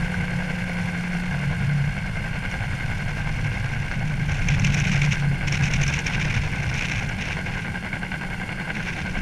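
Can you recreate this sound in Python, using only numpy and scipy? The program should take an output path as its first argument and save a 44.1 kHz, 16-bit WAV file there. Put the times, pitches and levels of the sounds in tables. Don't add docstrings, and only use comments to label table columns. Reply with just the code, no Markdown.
import sys
import numpy as np
from scipy import signal
from scipy.fft import rfft, irfft, next_fast_len
from scipy.io import wavfile
from scipy.ndimage import uniform_filter1d

SR = 44100
rng = np.random.default_rng(int(sys.argv[2]) if len(sys.argv) > 2 else 0)


def materialize(psi):
    bounded = np.clip(np.atleast_2d(psi).T, -1, 1)
    quanta = np.round(bounded * 32767).astype(np.int16)
    wavfile.write(sys.argv[1], SR, quanta)


N = 406161


def from_db(db):
    return 10 ** (np.asarray(db) / 20)


def rms_one(x):
    return x / np.sqrt(np.mean(x ** 2) + 1e-20)


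def noise():
    return rng.standard_normal(N)


def in_time(rows):
    time_s, *columns = np.transpose(rows)
    return [np.interp(np.arange(N) / SR, time_s, column) for column in columns]


def cycles_of(hz):
    return np.cumsum(hz) / SR


def drift(rate_hz):
    pole = np.exp(-20 * np.pi * rate_hz / SR)
    slow = signal.lfilter([1], [1, -2 * pole, pole * pole], rng.standard_normal(N // 10 + 8002))[8000:]
    return np.interp(np.arange(N) / 10, np.arange(len(slow)), rms_one(slow))


def colour(x, spectrum, modes=()):
    size = 2 * next_fast_len(N // 2 + SR // 2)
    hz = np.maximum(np.arange(size // 2 + 1) * SR / size, 1)
    points_hz, levels_db = np.transpose(spectrum)
    response_db = np.interp(np.log(hz), np.log(points_hz), levels_db)
    for centre_hz, width_hz, boost_db in modes:
        response_db = response_db + boost_db / (1 + (2 * (hz - centre_hz) / width_hz) ** 2)
    cepstrum = irfft(np.log(from_db(response_db)))
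    cepstrum[1:size // 2] *= 2
    cepstrum[size // 2 + 1:] = 0
    response = np.exp(rfft(cepstrum))
    return rms_one(irfft(rfft(x, size) * response)[:N])


def cut(x, hz, kind, order=2):
    return signal.sosfilt(signal.butter(order, hz, kind, fs=SR, output="sos"), x)


def tone(hz, wander_hz, rate_hz, flutter_db):
    cycles = cycles_of(hz + wander_hz * drift(rate_hz))
    return rms_one(np.sin(2 * np.pi * cycles) * from_db(flutter_db * drift(rate_hz)))


def bursts_at(rows, rise_s):
    swell = np.zeros(N)
    age = np.arange(SR // 20) / SR / rise_s
    for time_s, peak_db in rows:
        start = int((time_s - rise_s / 2) * SR)
        swell[start:start + len(age)] += from_db(peak_db) * age * np.exp(1 - age)
    return swell


def held(start_s, length_s, attack_s, release_s):
    t = np.arange(N) / SR
    rise = (t - start_s) / attack_s
    fall = (start_s + length_s - t) / release_s
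    return np.clip(np.minimum(rise, fall) + .5, 0, 1)


# time_s, blade_rate_hz
BLADE_RATE = [(0, 10.84), (1.0, 10.86), (1.7, 10.77), (2.3, 10.76), (3.0, 10.81), (3.6, 10.74),
              (4.9, 10.66), (6.2, 10.69), (6.9, 10.77), (8.2, 10.69), (9.2, 10.7)]


def blade_passes():
    return cycles_of(in_time(BLADE_RATE)[0]) - .045 * BLADE_RATE[0][1]


def blade_wash(passes, edge=3.0):
    return np.tanh(edge * np.cos(2 * np.pi * passes))


# time_s, roar_db, chop_db (swing either way), whoosh_db
BLADE_LOAD = [(0, -31.5, 0.5, -50), (1.2, -32, 2, -51), (2.2, -33.5, 2.5, -59), (2.7, -32, 2, -59),
              (3.2, -33, 2.5, -56), (4.1, -34, 2, -47), (5.0, -32.5, 3, -46.5), (6.0, -32.5, 2.5, -41.5),
              (7.0, -32.5, 2.5, -46), (7.8, -33.5, 4.5, -44.5), (8.5, -32.5, 3.5, -44.5),
              (9.2, -33.5, 4, -42)]
# time_s, place_passes, boost_db
TIP_VORTEX = [(0, -0.062, -4), (.5, -0.053, 1), (1.8, 0.059, -2), (2.3, 0.035, 7), (2.9, 0.017, 3),
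              (3.3, -0.12, 7), (4.3, -0.17, 2.5), (7.0, -0.3, 6.5), (7.8, -0.23, 6.5), (8.4, -0.21, 5.5),
              (9.2, -0.23, 0)]
# time_s, peak_db (before the crack gain and the colouring)
BLADE_CRACKS = [(0.1431, -17), (0.2016, -23), (0.5058, -13), (2.5408, -13), (3.914, -14), (4.566, -25),
                (5.4103, -15), (7.3695, -16), (7.8262, -20), (7.9309, -25.5), (8.1179, -18), (8.302, -19),
                (8.704, -14), (8.7697, -15.5)]
# frequency_hz, density_db (per Hz)
ROAR_SPECTRUM = [(120, 7), (280, -1), (400, -5.5), (700, -2), (1000, -3), (1270, -11), (1800, -8.5),
                 (2500, -11), (3200, -15.5), (3900, -27.5), (5500, -26.5), (8000, -35), (11000, -43.5),
                 (15000, -45)]
# centre_hz, width_hz, boost_db
CASE_MODES = [(490, 55, 4), (782, 190, 4.5), (1474.6, 204, 12.5), (1607.6, 160, 12.5), (2138, 360, 14.5),
              (2260, 230, 2.5), (2780, 340, 9), (3590, 390, 6.5), (4307, 340, 13.5), (4980, 190, 10),
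              (5810, 140, 7.5), (6400, 224, 2.5), (6870, 240, 6.5), (7370, 300, 6), (8300, 270, 11),
              (8540, 170, -11), (8860, 310, 14), (9660, 450, 10), (10330, 290, 14.5), (11400, 620, 7),
              (12700, 467, 6.2)]


def roar(passes, tail_db=1.5, grain_db=2.0, vortex_passes=0.033, crack_db=-3.5,
         hiss_db=6.0, hiss_grain_db=1.5, split_hz=5200):
    level_db, chop_db, _ = in_time(BLADE_LOAD)
    place, vortex_db = in_time(TIP_VORTEX)
    since_vortex = (passes - place + vortex_passes / 2) % 1
    vortex = np.exp(-(since_vortex / vortex_passes) ** 2)
    tail_passes = 5.09 * passes
    tail = np.cos(2 * np.pi * tail_passes) + 0.75 * np.cos(4 * np.pi * tail_passes)
    swell_db = chop_db * blade_wash(passes) + vortex_db * vortex + tail_db * tail + grain_db * drift(190)
    chopped = rms_one(from_db(swell_db) * noise())
    cracks = bursts_at(BLADE_CRACKS, rise_s=0.00036) * from_db(crack_db - level_db) * noise()
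    hiss = from_db(hiss_db + hiss_grain_db * drift(94)) * noise()
    air = cut(chopped + cracks, split_hz, "low") + cut(hiss, split_hz, "high")
    return from_db(level_db) * colour(cut(air, 126, "high"), ROAR_SPECTRUM, CASE_MODES)


def whoosh(passes, low_hz=195, high_hz=290, chop_db=0.5):
    band = cut(cut(noise(), low_hz, "high", order=3), high_hz, "low", order=3)
    puffs = rms_one(band * from_db(chop_db * blade_wash(passes)))
    return from_db(in_time(BLADE_LOAD)[2]) * puffs


# time_s, level_db
BUFFETING = [(0, -31), (1.05, -37.5), (1.45, -32.5), (2.1, -31.5), (2.8, -32.5), (3.3, -28.5),
             (4.05, -29.5), (4.27, -25.5), (4.8, -25.5), (5.3, -31.5), (5.85, -26.5), (6.1, -30.5),
             (6.4, -27), (6.9, -32), (7.5, -34), (7.8, -37.5), (8.6, -39), (8.8, -37), (9.2, -32.5)]
# frequency_hz, level_db
RUMBLE_SPECTRUM = [(30, -10.5), (55, -17), (70, 0), (95, 3.5), (114, 6), (130, 1), (160, -2), (195, -10),
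                   (240, -13.5), (330, -31), (600, -30.5), (3000, -87)]
USUAL_BUFFET_DB = -29.5


def slipstream(lump_db=2.5, deep_db=-31, deep_follows=0.77, deep_low_hz=14, deep_high_hz=36):
    buffet_db, = in_time(BUFFETING)
    lumps = rms_one(from_db(lump_db * drift(11)) * colour(noise(), RUMBLE_SPECTRUM))
    big_eddies = rms_one(cut(cut(noise(), deep_low_hz, "high"), deep_high_hz, "low"))
    big_eddy_db = deep_db + deep_follows * (buffet_db - USUAL_BUFFET_DB)
    return from_db(buffet_db) * lumps + from_db(big_eddy_db) * big_eddies


# start_s, length_s, level_db
CAUGHT_HOOTS = [(0.0, 0.45, -33.5), (1.29, 0.22, -25.5), (1.631, 0.28, -23.5), (2.915, 0.15, -26.5),
                (4.506, .62, -23), (5.2, .15, -22.5), (5.465, 0.23, -28), (5.802, 0.14, -22.5)]
# time_s, pitch_hz, wander_hz, level_db (before the unsteadiness)
UPPER_NOTE = [(0, 174.5, 3.3, -28.5), (.5, 178.6, 3, -30), (1.1, 177.1, 3, -27), (1.9, 179, 10, -36.5),
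              (3.7, 180.1, 11, -40.5), (4.85, 177.7, 11.4, -29.5), (5.3, 178.6, 13.6, -34),
              (6.6, 179.2, 14.4, -37.5), (9.2, 179.8, 15, -35.5)]
# time_s, pitch_hz, level_db
EDGE_WHISTLE = [(0, 515, -48.5), (.3, 506, -44), (.7, 515, -46.5), (1.2, 502, -57), (2, 503, -77),
                (9.2, 493, -63)]


def hoots(low_hz=144, low_db=-32, low_follows=1.15, fitful_db=5.5, unsteady_db_per_hz=.25):
    buffet_db, = in_time(BUFFETING)
    fitful_level = from_db(low_db + low_follows * (buffet_db - USUAL_BUFFET_DB))
    fitful = fitful_level * rms_one(from_db(fitful_db * np.tanh(drift(6.9))))
    caught = sum(from_db(level_db) * held(start_s, length_s, attack_s=0.062, release_s=0.071)
                 for start_s, length_s, level_db in CAUGHT_HOOTS)
    low = (fitful * tone(low_hz, wander_hz=6.06, rate_hz=24.5, flutter_db=2.5)
           + caught * tone(low_hz, wander_hz=4.43, rate_hz=24, flutter_db=2.0))
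    note_hz, wander_hz, note_db = in_time(UPPER_NOTE)
    swing_db = unsteady_db_per_hz * wander_hz * np.tanh(drift(11.5))
    high = from_db(note_db + swing_db) * tone(note_hz, wander_hz, rate_hz=27, flutter_db=1.5)
    whistle_hz, whistle_db = in_time(EDGE_WHISTLE)
    whistle = from_db(whistle_db) * tone(whistle_hz, wander_hz=17, rate_hz=70, flutter_db=2.5)
    return low + high + whistle


# start_s, length_s, level_db (before the gust gain), brightness_db
CASE_GUSTS = [(4.272, 0.19, -41, -2.5), (4.478, .13, -37, -4), (4.625, 0.57, -35, -1.5),
              (5.46, 0.54, -35.5, -1), (6.043, 0.39, -35, -7), (6.724, 0.3, -36, -3),
              (7.184, 0.17, -36, -9), (7.45, 0.2, -42.5, -7), (8.74, 0.31, -40, -9)]
# time_s, level_db (before the gust gain)
LIGHT_DRAUGHT = [(0, -50.5), (1.4, -49), (2.1, -53.5), (3.5, -45.5), (4.1, -47.5), (5.3, -57), (6.7, -41),
                 (7.9, -63), (8.6, -64), (9.2, -44)]
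# frequency_hz, level_db
SPIT_SPECTRUM = [(600, -14.5), (1250, -13), (1800, -5), (2350, 3), (2750, -2), (3200, -10.5), (3650, -11),
                 (4300, -17), (4900, -17.5), (5350, -10), (6300, -11.5), (7200, -20.5), (8200, -27.5),
                 (14500, -49)]


def gusts(gust_db=5.0, draught_bright_db=-3.0, burst_db=8.0, crackle_db=2.0, split_hz=4200):
    dull_power = from_db(in_time(LIGHT_DRAUGHT)[0]) ** 2
    bright_power = dull_power * from_db(draught_bright_db) ** 2
    for start_s, length_s, level_db, bright_db in CASE_GUSTS:
        gust = from_db(level_db) * held(start_s, length_s, attack_s=0.036, release_s=0.12)
        dull_power = dull_power + gust ** 2
        bright_power = bright_power + (gust * from_db(bright_db)) ** 2
    speed = from_db(burst_db * np.tanh(drift(69) / 1.21) + crackle_db * drift(640))

    def spits(force):
        force = force / np.sqrt(uniform_filter1d(force ** 2, size=SR // 8))
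        return colour(force * noise(), SPIT_SPECTRUM)

    dull = cut(spits(speed), split_hz, "low")
    bright = cut(spits(speed ** 1.3), split_hz, "high")
    return from_db(gust_db) * (np.sqrt(dull_power) * dull + np.sqrt(bright_power) * bright)


# time_s, peak_db (before the part gains), dull_db (relative to peak_db)
AIR_SLAPS = [(2.5134, -26, 4), (4.319, -26, 4), (4.4858, -15.5, 6), (4.596, -19, -2), (4.6466, -15, 6),
             (4.7439, -13.5, -4), (4.8, -16, 0), (4.85, -24, 10.5), (4.9165, -21, 2), (5.0174, -17.5, 5.5),
             (5.4805, -22.5, 10), (5.5236, -16, -6), (5.6842, -30, 7), (5.7356, -16, 0), (5.835, -18, 2),
             (5.879, -14.5, -7), (5.9384, -15, 1), (5.9896, -16.5, 4.5), (6.0663, -14, 2),
             (6.741, -23, -0.5), (6.7792, -23, -1), (6.823, -22, 6), (7.09, -27, 8), (7.222, -26, 12)]
# frequency_hz, density_db (per Hz)
HISS_SPECTRUM = [(2500, -23), (4700, -30), (5400, 7), (6400, 5.5), (7200, -7), (8200, -14.5), (14000, -31)]
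# frequency_hz, density_db (per Hz)
BODY_SPECTRUM = [(500, -15), (1400, -26), (2300, 8), (2900, -3), (4500, -24), (9000, -65)]


def slaps(hiss_db=-12.5, body_db=-10.5):
    hiss = bursts_at([(time_s, peak_db) for time_s, peak_db, _ in AIR_SLAPS], rise_s=0.0019)
    body = bursts_at([(time_s, peak_db + dull_db) for time_s, peak_db, dull_db in AIR_SLAPS], rise_s=0.003)
    return (from_db(hiss_db) * hiss * colour(noise(), HISS_SPECTRUM)
            + from_db(body_db) * body * colour(noise(), BODY_SPECTRUM))


# pitch_hz, level_db
GEAR_TONES = [(215, -50), (818, -58), (1066, -62), (1395, -59), (3163, -61)]
# time_s, pitch_hz, level_db
COMPRESSOR_WHINE = [(0, 13800, -86), (2.6, 14150, -84), (3.2, 14220, -81), (4.1, 14080, -81),
                    (4.8, 13860, -88), (9.2, 14050, -92)]


def turbine():
    gears = sum(from_db(level_db) * tone(pitch_hz, wander_hz=2.0, rate_hz=6, flutter_db=1.5)
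                for pitch_hz, level_db in GEAR_TONES)
    whine_hz, whine_db = in_time(COMPRESSOR_WHINE)
    return gears + from_db(whine_db) * tone(whine_hz, wander_hz=25, rate_hz=40, flutter_db=3)


def scene():
    passes = blade_passes()
    rotor = roar(passes) + whoosh(passes)
    wind = slipstream() + hoots() + gusts() + slaps()
    return (rotor + wind + turbine())[None]


def record(dry):
    return signal.sosfilt(signal.ellip(14, .1, 90, 15100, fs=SR, output="sos"), dry)


dry = scene()
out = record(dry)
materialize(out)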